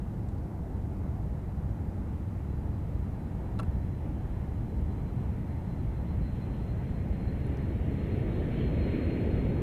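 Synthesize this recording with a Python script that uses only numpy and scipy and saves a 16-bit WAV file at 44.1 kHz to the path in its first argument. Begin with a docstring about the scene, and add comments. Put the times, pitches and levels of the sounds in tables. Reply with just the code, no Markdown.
"""A four-engined jet rolls toward a camera from far across a hot, flat airfield.
From the start its exhaust rumbles and roars dully, over a faint intake rush and microphone hiss.
The handled camera clicks a few times, loudest at 3.6 s. The rush grows, and a thin whine from the
fan blades comes through, slowly rising in pitch and fluttering in the hot air. Near 9 s the sound
beamed from the intakes sweeps over the camera, followed by the swelling roar of the exhaust."""
import sys
import numpy as np
from scipy import signal
from scipy.fft import rfft, irfft, next_fast_len
from scipy.io import wavfile
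from scipy.ndimage import uniform_filter1d, map_coordinates

SR = 44100
rng = np.random.default_rng(int(sys.argv[2]) if len(sys.argv) > 2 else 0)


def generate_wav(sig):
    """Save sig (samples, or channels by samples) to the path in sys.argv[1] as 16-bit PCM at SR."""
    pcm = np.round(np.clip(np.atleast_2d(sig).T, -1, 1) * 32767).astype(np.int16)
    wavfile.write(sys.argv[1], SR, pcm)


N = 424241


def amp(db):
    """Turn decibels into a gain to multiply by."""
    return 10 ** (np.asarray(db) / 20)


def unit(x):
    """Scale a signal to an average strength (rms) of 1."""
    return x / np.sqrt(np.mean(np.abs(x) ** 2) + 1e-20)


def approach(start_db, db_per_s):
    """Level in dB of a source that rolls steadily nearer."""
    return start_db + db_per_s * np.arange(N) / SR


def swell(peak_s, width_s, db):
    """A bell-shaped rise and fall in dB around peak_s."""
    return db * np.exp(-.5 * ((np.arange(N) / SR - peak_s) / width_s) ** 2)


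def wobble(rate_hz):
    """A smooth curve through rate_hz random points a second."""
    coarse = np.arange(0, N + 64, 64)
    points = rng.standard_normal(int(N * rate_hz / SR) + 4)
    curve = map_coordinates(points, [coarse * rate_hz / SR], mode="nearest")
    return unit(np.interp(np.arange(N), coarse, curve))


def filtered(x, gain_at):
    """Multiply each frequency in x by gain_at(hz)."""
    size = next_fast_len(N + SR // 2)
    return irfft(rfft(x, size) * gain_at(np.fft.rfftfreq(size, 1 / SR)), size)[:N]


def noise(spectrum, patchy_db):
    """Noise shaped by a pitch and level table, with random louder and softer patches."""
    grid = signal.stft(rng.standard_normal(N), nperseg=1024)[2]  # pitch by time
    patches = uniform_filter1d(rng.standard_normal(grid.shape), size=14, axis=0)
    patches = uniform_filter1d(patches, size=14, axis=1)
    patchy = signal.istft(grid * amp(patchy_db * unit(patches)), nperseg=1024)[1][:N]
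    pitch_hz, level_db = np.transpose(spectrum)
    return unit(filtered(patchy, lambda hz: amp(np.interp(np.log(hz + 1), np.log(pitch_hz), level_db))))


# How strong the rumble is from low to high. Columns: pitch_hz, level_db
RUMBLE_SPECTRUM = [(10, -20), (25, -11), (40, -8.5), (55, 0.5), (72, 0.5), (100, -1.5), (150, -7),
                   (205, -9), (250, -20), (400, -63), (1200, -120)]


def exhaust_rumble():
    """The jets of exhaust make a deep rumble that grows as the aircraft nears."""
    return amp(approach(-34.5, db_per_s=0.52)) * noise(RUMBLE_SPECTRUM, patchy_db=.5)


# The exhaust's roar from far away and from nearer by. Columns: pitch_hz, level_db
FAR_ROAR_SPECTRUM = [(20, -59), (100, -22.5), (220, -1), (300, 1), (450, -9.5), (620, -10), (700, -10),
                     (870, -10), (1050, -18), (1500, -24), (2000, -33.5), (2600, -51), (4500, -48),
                     (12000, -120)]
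NEAR_ROAR_SPECTRUM = [(10, -65), (60, -13.5), (140, 2), (280, 1.5), (380, -1.5), (480, -4.5), (600, -11),
                      (720, -18), (1000, -39), (1500, -45), (8000, -120)]


def exhaust_roar(far_db=-46.5, near_boost_db=2.0, emerge_db=-41):
    """The near roar rises out of the dull, far one as the jets' beam of sound sweeps over the camera."""
    far = amp(far_db) * noise(FAR_ROAR_SPECTRUM, patchy_db=1)
    roar_db = approach(-47.5, db_per_s=0.26) + swell(peak_s=9.45, width_s=1.316, db=11)
    shadow_db = 0.64 * np.minimum(roar_db - emerge_db, 0)  # quieter still while below emerge_db
    near = amp(roar_db + shadow_db + near_boost_db) * noise(NEAR_ROAR_SPECTRUM, patchy_db=0)
    return far + near


# The intakes' broad rush and their brighter howl. Columns: pitch_hz, level_db
RUSH_SPECTRUM = [(50, -120), (600, -19), (1100, -2), (1450, -2.5), (1850, 2.5), (2200, -1.5), (2600, -5),
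                 (3200, -10), (3800, -17), (4500, -31), (6000, -50.5), (12000, -120)]
HOWL_SPECTRUM = [(200, -120), (1200, -28), (1700, -14), (2200, 6), (2700, -1), (3200, -6), (3700, -11.5),
                 (4300, -15), (4600, -27), (6000, -40), (10000, -120)]
# Moments when hot air focuses the fans' sound. Columns: peak_s, width_s, whine_gain_db, howl_gain_db
HOT_AIR_FLARES = [(6.28, 0.14, 5, 4), (7.28, 0.032, 9, -3), (8.12, 0.1, 2, 3.5), (8.6, 0.067, 0, 5.5),
                  (8.97, 0.22, 8.5, 2.5)]


def intake_rush(rush_db, near_db=-55, brightening=0.66):
    """Broad fan noise; the air swallows less of its treble as the aircraft gets nearer."""
    rush = noise(RUSH_SPECTRUM, patchy_db=1.2)
    howl = noise(HOWL_SPECTRUM, patchy_db=2.4)
    flare_db = sum(swell(peak_s, width_s, db) for peak_s, width_s, _, db in HOT_AIR_FLARES)
    howl_db = -6 + brightening * (rush_db - near_db) + flare_db
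    return amp(rush_db) * (amp(-0.3) * rush + amp(howl_db) * howl)


# The nearly flat spread of the hiss. Columns: pitch_hz, level_db
HISS_SPECTRUM = [(100, 3.5), (3000, -4), (5000, -4), (7000, -5), (15000, -6.5)]


def microphone_hiss(level_db=-70):
    """The microphone adds a faint, even hiss of its own."""
    return amp(level_db) * noise(HISS_SPECTRUM, patchy_db=0)


# Clicks of the handled camera; a fade is the time to drop by 60 dB.
# Columns: start_s, snap_db, ring_db, snap_fade_s, snap_pitch_hz
CAMERA_CLICKS = [(.2868, -61, -70, .025, 7700), (0.288, -65, -72, .03, 4100),
                 (.3805, -63, -78, 0.027, 4300), (3.5899, -44, -47, 0.019, 3720),
                 (3.5959, -39, -40, 0.014, 895), (3.5995, -38.5, -42, 0.023, 1400),
                 (3.6312, -49, -48, 0.011, 9800), (7.467, -57, -85, 0.013, 10850),
                 (7.57, -54, -69, .02, 4970)]
# The notes at which the camera's plastic body rings. 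Columns: pitch_hz, level_db, fade_s
BODY_NOTES = [(627, 6, 0.026), (1010, 1, .05), (1154, 7, 0.033), (1320, 5, 0.04), (1510, -3, 0.044),
              (2680, -1, 0.022), (3400, -11, .022), (4100, -10, .02), (4970, -12, 0.017),
              (8700, -14, 0.016), (10400, -13, .015)]


def camera_clicks(snap_width_octaves=0.13, attack_s=0.0006, dull_hz=12000):
    """Each click is a short snap of noise that rings the camera's body."""
    out = np.zeros(N + SR)
    t = np.arange(SR // 8) / SR
    hz = np.fft.rfftfreq(len(t), 1 / SR) + 1
    treble_cut = 1 / np.hypot(1, (hz / dull_hz) ** 10)
    onset = 1 - np.exp(-t / attack_s)
    for start_s, snap_db, ring_db, snap_fade_s, snap_pitch_hz in CAMERA_CLICKS:
        band = treble_cut / np.hypot(1, np.log2(hz / snap_pitch_hz) / snap_width_octaves)
        burst = irfft(rfft(rng.standard_normal(len(t))) * band, len(t))
        snap = unit(burst) * amp(-60 * t / snap_fade_s)
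        ring = sum(amp(level_db + rng.normal(0, 2.4) - 60 * t / fade_s) * np.sin(2 * np.pi * pitch_hz * t)
                   for pitch_hz, level_db, fade_s in BODY_NOTES)
        out[round(start_s * SR):][:len(t)] += (amp(snap_db) * snap + amp(ring_db) * ring) * onset
    return out[:N]


def shaft_angle(start_hz=89.35, gain_hz_per_s=.645):
    """How far the fan shafts have turned, in radians, as they steadily speed up."""
    turns_per_s = start_hz + gain_hz_per_s * np.arange(N) / SR
    return 2 * np.pi * np.cumsum(turns_per_s) / SR


def fluttering_tone(phase, flutter_hz, direct):
    """A tone flutters because it arrives both directly and by paths scattered in the hot air."""
    paths = unit(direct + wobble(flutter_hz) + 1j * wobble(flutter_hz))
    return paths.real * np.cos(phase) + paths.imag * np.sin(phase)


# The tones in the fans' buzz. Columns: cycles_per_turn, level_db
BUZZ_TONES = [(3, 5), (10, -10), (13, -17), (14, -14), (16, -10), (19, -11), (20, -14), (21, -14),
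              (22, -10), (23, -11), (24, -14), (30, -20), (34, -21), (39, -28), (40, -22)]


def blade_buzz(angle, rush_db, offset_db=-1.5):
    """Uneven blades buzz faintly at multiples of the shaft speed, growing with the intake rush."""
    buzz = sum(amp(level_db) * fluttering_tone(cycles_per_turn * angle, flutter_hz=14, direct=1.4)
               for cycles_per_turn, level_db in BUZZ_TONES)
    return amp(rush_db + offset_db) * buzz


# The four fans, one to an engine. Columns: speed_ratio (to the shared shaft speed), level_db
ENGINE_FANS = [(.9962, -9), (.9979, -8), (.9989, 0), (1.0013, -8)]


def blade_whine(angle, blades=44):
    """Each fan whines at the rate its blades pass; slightly unequal speeds make the tones beat."""
    whine = sum(amp(level_db) * fluttering_tone(blades * speed_ratio * angle, flutter_hz=40, direct=1.7)
                for speed_ratio, level_db in ENGINE_FANS)
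    flare_db = sum(swell(peak_s, width_s, db) for peak_s, width_s, db, _ in HOT_AIR_FLARES)
    return amp(approach(-90, db_per_s=1.93) + flare_db) * unit(whine)


def scene():
    """The nearing aircraft plus the camera's own small noises, in one channel."""
    intake_beam_db = swell(peak_s=8.85, width_s=0.94, db=5.5)  # the intakes point at the camera
    shimmer_db = -0.33 * wobble(rate_hz=4)  # wavering in the hot air
    rush_db = approach(-69.5, db_per_s=1.0836) + intake_beam_db + shimmer_db
    angle = shaft_angle()
    jet = exhaust_rumble() + exhaust_roar() + intake_rush(rush_db)
    fans = blade_whine(angle) + blade_buzz(angle, rush_db)
    return (jet + fans + microphone_hiss() + camera_clicks())[None]


def record(dry, top_hz=15050):
    """The camera keeps nothing higher than top_hz."""
    return filtered(dry[0], lambda hz: hz < top_hz)[None]


dry = scene()
out = record(dry)
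generate_wav(out)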